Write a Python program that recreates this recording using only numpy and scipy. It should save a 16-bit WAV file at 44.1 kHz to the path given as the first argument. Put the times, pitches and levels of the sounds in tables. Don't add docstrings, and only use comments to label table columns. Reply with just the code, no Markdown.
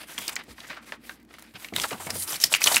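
import sys
import numpy as np
from scipy import signal
from scipy.fft import rfft, irfft
from scipy.io import wavfile
from scipy.ndimage import uniform_filter1d

SR = 44100
rng = np.random.default_rng(int(sys.argv[2]) if len(sys.argv) > 2 else 0)


def amplitude_ratio(level_db):
    exponent = np.asarray(level_db, float) / 20
    return 10 ** exponent


def store_wav(level_fs):
    pcm = np.round(np.clip(np.atleast_2d(level_fs), -1, 1) * 32767)
    wavfile.write(sys.argv[1], SR, pcm.T.astype(np.int16))


N = 123479


def unit(x):
    return x / np.sqrt(np.mean(x ** 2))


def colour(x, points):
    hz, db = np.array(points, float).T
    bins_hz = np.arange(1, len(x) // 2 + 2) * SR / len(x)
    gain = amplitude_ratio(np.interp(np.log(bins_hz), np.log(hz), db))
    return irfft(rfft(x) * gain, len(x))


def band(x, hz, width_hz):
    b, a = signal.iirpeak(min(hz, 0.45 * SR), hz / width_hz, fs=SR)
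    return signal.lfilter(b, a, x)


def walk(rate_hz):
    hold = int(SR / rate_hz)
    steps = np.repeat(rng.standard_normal(N // hold + 1), hold)
    slewed = uniform_filter1d(uniform_filter1d(steps, hold), hold)
    return 1.59 * slewed[:N]


def add(out, time_s, x):
    i = int(time_s * SR)
    out[i:i + len(x)] += x[:N - i]


# (frequency [Hz], density [dB per Hz])
AIR_SPECTRUM = [(30, -16), (110, -10), (230, 0), (600, -19), (2050, -27), (5000, -38), (15500, -46)]
# (frequency [Hz], width [Hz], level [dB])
HUM_TONES = [
    (59, 6.3, -66.5),
    (223, 7.5, -66),
    (236, 7.94, -66),
    (299.3, 9.3, -66),
    (328.5, 10.5, -68),
]


def room_tone():
    air_db = -57.5 - 1.5 + 0.76 * walk(6.43)
    out = unit(colour(rng.standard_normal(N), AIR_SPECTRUM)) * amplitude_ratio(air_db)
    for hz, width_hz, db in HUM_TONES:
        phase = np.cumsum(2 * np.pi * (hz + width_hz / 3 * walk(24.91)) / SR)
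        tone = np.sin(phase) * amplitude_ratio(1.1 * walk(21.7))
        out += amplitude_ratio(db) * unit(tone)
    return out


def echo(dry):
    t60_s, rise_s, echo_db = 0.24, 0.0039, -25
    t = np.arange(SR // 3) / SR
    tail = rng.standard_normal(len(t)) * amplitude_ratio(-60 * t / t60_s) * np.minimum(t / rise_s, 1)
    tail = colour(tail, [(300, -19.0), (2000, 9.5), (6000, 6.5), (15000, -36.0)])
    tail /= np.sqrt(np.sum(tail ** 2))
    return amplitude_ratio(echo_db) * signal.fftconvolve(dry, tail)[:N]


# (time [s], peak [dB], pitch [Hz], length [ms])
PRESSES = [(0.18, -31.5, 950, 17), (0.282, -36, 1150, 86), (0.48, -42, 322, 20), (0.7, -33.5, 1200, 81),
           (0.769, -31, 1240, 16), (0.921, -32.5, 1030, 21), (1.723, -29, 368, 15.4), (1.842, -19, 900, 10),
           (1.913, -22, 524, 16), (1.925, -25.5, 805, 25), (1.999, -29.5, 836, 25), (2.064, -30, 750, 56),
           (2.154, -28.5, 474, 13.6), (2.322, -30, 820, 18), (2.438, -29, 580, 8.3), (2.517, -25, 840, 5.1),
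           (2.524, -23.5, 533, 6.4), (2.659, -17.5, 940, 46), (2.714, -19, 765, 14), (2.743, -18.5, 900, 6)]
# (time [s], peak [dB], pitch [Hz])
BUMPS = [(0.18, -41, 202), (0.477, -43, 184), (0.491, -46.5, 65), (1.537, -41.5, 153), (1.724, -32.5, 134),
         (1.801, -41.5, 86.1), (1.916, -31, 192), (2.061, -33, 184), (2.127, -35, 147), (2.324, -46, 128),
         (2.44, -45, 120), (2.524, -37.5, 178), (2.649, -41, 110), (2.738, -38, 190)]


def board_thuds():
    bump_ms, rise_ms, press_q = 39.3, 1, 1.1
    out, t_ms = np.zeros(N), np.arange(6000) / SR * 1000
    for time_s, db, hz, length_ms in PRESSES + [(*bump, bump_ms) for bump in BUMPS]:
        envelope = (1 - np.exp(-t_ms / rise_ms)) * np.exp(-(t_ms / length_ms) ** 1.07)
        push = rng.standard_normal(len(t_ms)) * envelope
        thud = band(band(push, hz, hz / press_q), hz, 2 * hz)
        add(out, time_s, thud * amplitude_ratio(db) / np.abs(thud).max())
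    return out


# (start [s], end [s])
SINGING_TIMES = [(.19, .28), (.6, .69), (1.095, 1.13), (1.575, 1.655), (1.92, 2.29), (2.56, 2.62)]
# (frequency [Hz], width [Hz], level [dB])
SINGING_VOICES = [
    (3320, 460, -45.5),
    (1930, 220, -55),
    (1580, 100, -49.5),
    (8200, 1300, -63),
    (93.1, 1.6, -51.5),
    (2500, 500, -47),
]


def singing():
    out, t = np.zeros(N), np.arange(N) / SR
    for (start, end), (hz, width_hz, db) in zip(SINGING_TIMES, SINGING_VOICES):
        corners = [start, 0.8 * start + 0.2 * end, 0.2 * start + 0.8 * end, end]
        swell = np.interp(t, corners, [0, 1, 1, 0])
        voice = band(band(rng.standard_normal(N), hz, width_hz), hz, 2 * width_hz) * swell
        out += amplitude_ratio(db) * voice / np.sqrt(np.sum(voice ** 2) / np.sum(swell ** 2))
    return out


def grains(per_s, spread_db):
    size_db = spread_db * np.minimum(rng.exponential(size=N), 4)
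    size = amplitude_ratio(size_db) * rng.standard_normal(N)
    return size * (rng.random(N) < per_s / SR)


def patchy(x, points, patch_db, rate_hz):
    x = colour(x, points)
    out = np.zeros(N)
    for hz in 300 * 2 ** (np.arange(17) / 3):
        out += band(x, hz, hz / 4) * amplitude_ratio(patch_db * walk(rate_hz))
    return unit(out)


def motion(times, levels, shape):
    edge_db = -14
    t, power = np.arange(N) / SR, np.zeros((2, N))
    for (start, top, end), skin_film_db in zip(times, levels):
        away = np.where(t < top, (top - t) / abs(top - start), (t - top) / abs(end - top))
        swell_db = edge_db * np.minimum(away, 4) ** shape
        power += amplitude_ratio(swell_db + np.array(skin_film_db)[:, None]) ** 2
    return power


# (start [s], strongest [s], end [s])
SHIFT_TIMES = [(-.03, .02, .055), (.066, .1, .2), (.17, .23, .3), (.272, .288, .3), (.31, .326, .345),
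               (.358, .372, .425), (.478, .51, .545), (.55, .62, .69), (.655, .68, .7), (.693, .71, .765),
               (.76, .77, .798), (.815, .84, .86), (.855, .88, .925), (.918, .928, .965),
               (1.02, 1.1, 1.165), (1.16, 1.2, 1.24), (1.284, 1.33, 1.385), (1.37, 1.43, 1.55),
               (1.54, 1.558, 1.58), (1.57, 1.62, 1.705), (-.4, .3, .95)]
# (skin hiss [dB], film rustle [dB])
SHIFT_LEVELS = [(-49, -44), (-46.5, -46), (-40, -45.5), (-45, -35.5), (-41.5, -46.5), (-57.5, -44.5),
                (-54.5, -51), (-56, -50.5), (-48.5, -47.5), (-52.5, -43), (-64, -54), (-57, -52),
                (-49.5, -46), (-57, -45.5), (-52, -48), (-76, -60.5), (-64, -52.5), (-60.5, -55),
                (-62.5, -43), (-50, -48), (-70, -61)]
# (start [s], strongest [s], end [s])
STROKE_TIMES = [(1.74, 1.80, 1.87), (1.855, 1.885, 1.96), (1.982, 2.05, 2.085), (2.095, 2.105, 2.115),
                (2.125, 2.21, 2.258), (2.27, 2.325, 2.378), (2.402, 2.44, 2.476), (2.502, 2.545, 2.574),
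                (2.603, 2.66, 2.69), (2.675, 2.758, 2.793)]
# (skin hiss [dB], film rustle [dB])
STROKE_LEVELS = [(-36.5, -37.5), (-41.5, -46), (-40, -51), (-43, -33), (-36.5, -52), (-32.5, -39),
                 (-27, -40.5), (-27.5, -52), (-25.5, -38.5), (-27.5, -33.5)]
# (frequency [Hz], density [dB per Hz])
SKIN_SPECTRUM = [(1500, -63), (3000, -2), (5800, -0.5), (9000, 3), (15000, -1)]
# (frequency [Hz], density [dB per Hz])
FILM_SPECTRUM = [(350, -3), (700, -2), (1500, 0), (2100, 3), (3000, -2), (5000, -7.5), (10000, -36)]


def sliding():
    shifts = motion(SHIFT_TIMES, SHIFT_LEVELS, shape=2.4)
    times = list(STROKE_TIMES) + [(1.75, 2.55, 3.3)]
    levels = list(STROKE_LEVELS) + [(-46, -50)]
    skin, film = np.sqrt(shifts + motion(times, levels, shape=4.5))
    hiss = patchy(grains(per_s=14000, spread_db=1.9), SKIN_SPECTRUM, patch_db=3, rate_hz=14)
    rustle = patchy(grains(per_s=9000, spread_db=1.8), FILM_SPECTRUM, patch_db=2.8, rate_hz=30)
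    return skin * hiss * amplitude_ratio(1.3 * walk(110)) + film * rustle * amplitude_ratio(2.2 * walk(140))


def snap(hz, length_ms, rise_ms, crack_top_hz, ring_db, flip):
    spread_db, settle_db, settle_ms, flip_db = 4.5, -23.5, 24, 22.5
    ring_q, ring_ms, crack_reach = 4.8, 5.7, 3
    t_ms = np.arange(2048) / SR * 1000
    rise = np.minimum(t_ms / rise_ms, 1)
    fade = rise ** 2 * np.exp(-(np.maximum(t_ms - rise_ms, 0) / length_ms) ** 1.35)
    fade += amplitude_ratio(settle_db) * rise * np.exp(-t_ms / settle_ms)
    size_db = spread_db * np.minimum(rng.exponential(size=len(t_ms)), 3)
    burst = rng.standard_normal(len(t_ms)) * amplitude_ratio(size_db) * fade
    if flip:
        burst[0] += amplitude_ratio(flip_db)
    ring = band(burst, hz, hz / ring_q) + 0.71 * band(burst, 1.06 * hz, 300 / ring_ms)
    edges_hz = [hz / crack_reach, min(crack_top_hz, 0.45 * SR)]
    crack = signal.sosfilt(signal.butter(3, edges_hz, "band", fs=SR, output="sos"), burst)
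    return unit(ring) * amplitude_ratio(ring_db) + unit(crack)


# (time [s], peak [dB], ring [Hz], length [ms])
CREASES = [(0.083, -39, 1400, 11), (0.178, -18.5, 3040, 5.6), (.2794, -13, 8100, 2.1),
           (0.2786, -15, 4660, 2.7), (0.287, -23, 2370, 6.5), (.355, -19, 7060, 4),
           (0.3634, -15.5, 2170, 3.4), (0.5804, -35, 1730, 4.1), (.585, -39.5, 1000, 3.9),
           (.602, -29, 3600, 3), (.676, -39, 7000, 5.4), (0.6968, -30, 2300, 3.4), (.728, -37, 1670, 5.7),
           (0.7663, -34, 1520, 8.3), (1.3388, -33.5, 2100, 3.5), (1.3834, -35, 1520, 3.2),
           (1.5564, -46, 1930, 1.9), (1.685, -32, 2600, 2.8)]
# (time [s], peak [dB], ring [Hz], length [ms])
CRACKS = [(1.7361, -25, 2120, 3.5), (1.7621, -10, 3500, 1.3), (1.7642, -28.5, 1710, 11),
          (1.774, -26, 4970, 2.2), (1.8153, -17, 5300, 5.9), (1.835, -19.5, 4100, 5.3),
          (1.839, -16, 1325, 6.3), (1.9062, -23.5, 2280, 8), (1.928, -26.5, 2540, 5.3),
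          (2.068, -26, 2100, 7.3), (2.1027, -16, 5200, 4.6), (2.1527, -27, 6000, 6),
          (2.221, -25, 4300, 5.6), (2.275, -25, 5400, 8.9), (2.291, -22.5, 5060, 4.3),
          (2.321, -19, 6000, 7.2), (2.329, -22, 2850, 1.5), (2.341, -24, 3120, 6.1),
          (2.357, -21, 4700, 7.4), (2.4, -22, 5700, 2.3), (2.413, -18.5, 5660, 16), (2.43, -19, 2860, 2),
          (2.4378, 1, 5170, 3.1), (2.4418, -7, 4900, 1.4), (2.5244, -13, 4070, 3.9),
          (2.528, -12.5, 8200, 3.6), (2.54, -11.5, 3000, 6.1), (2.5564, -22, 1830, 4.5),
          (2.564, -21.5, 1840, 3), (2.6166, -11.5, 2420, 4.8), (2.6399, 0.5, 5740, 1.46),
          (2.644, -13, 3900, 2.2), (2.658, -13, 4000, 13), (2.6709, -0.5, 3300, 1), (2.6738, -4, 2830, 2.5),
          (2.678, -11.5, 7600, 3.7), (2.718, -17, 4220, 5.4), (2.7427, -8.5, 4180, 5.2),
          (2.757, -12.5, 2830, 3.5), (2.759, -6, 8950, 4.2), (2.779, -16.5, 2350, 6.9)]
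# (time [s], peak [dB], ring [Hz], length [ms])
POPS = [
    (0.9221, -21.5, 1650, 2),
    (1.0944, -25, 1470, 4.2),
    (1.6461, -23.5, 2220, 3.5),
    (1.7993, -11, 3170, 1.2),
    (2.5396, 3, 2620, 0.4),
    (2.5489, -3, 2430, 1.7),
    (2.7673, -1, 2500, 2.2),
]
# (time [s], peak [dB], length [ms])
TICKS = [(0.1853, -18, 5.7), (0.2929, -19, 4.3), (0.4364, -36.5, 6.7), (0.4804, -56, 3.6), (1.1994, -53, 3),
         (1.216, -55, 2), (1.227, -48.5, 3.4), (1.2486, -50, 3), (1.3269, -54, 3.3), (1.3392, -40, 1.2),
         (1.385, -37, 3.9), (1.3932, -36.5, 3), (1.4083, -50, 2.8), (1.4228, -32, 2), (1.538, -41, 3.3),
         (1.715, -53, 1.64), (1.7618, -11, 2.9), (2.206, -39, 1.9), (2.606, -24, 8.7)]


def snaps():
    crack_span, ring_db, tick_hz, tick_ring_db = 3.01, 8.5, 2020, -8.5
    rows = [(*row, crack_span * row[2], ring_db, False) for row in CREASES + CRACKS]
    rows += [(*row, crack_span * row[2], ring_db, True) for row in POPS]
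    rows += [(time_s, db, tick_hz, ms, SR, tick_ring_db, False) for time_s, db, ms in TICKS]
    out = np.zeros(N)
    for time_s, db, hz, length_ms, crack_top_hz, ring, flip in rows:
        rise_ms = max(0.187 * length_ms, 1.19 if hz > 3500 else 1)
        if flip:
            rise_ms = 0.19
        x = snap(hz, length_ms, rise_ms, crack_top_hz, ring, flip)
        add(out, time_s, x * amplitude_ratio(db) / np.abs(x).max())
    return out


def scene():
    dry = board_thuds() + singing() + sliding() + snaps()
    return (dry + echo(dry) + room_tone())[None]


def top_cut(x):
    return signal.sosfilt(signal.butter(12, 16990, fs=SR, output="sos"), x)


def record(dry):
    low_hz, top_hz = 50, 15750
    x = 0.8 * np.tanh(dry / 0.8)
    x = signal.sosfilt(signal.butter(4, low_hz, "high", fs=SR, output="sos"), x)
    x = signal.sosfilt(signal.ellip(8, 0.2, 35, top_hz, fs=SR, output="sos"), x)
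    return top_cut(x)


dry = scene()
out = record(dry)
store_wav(out)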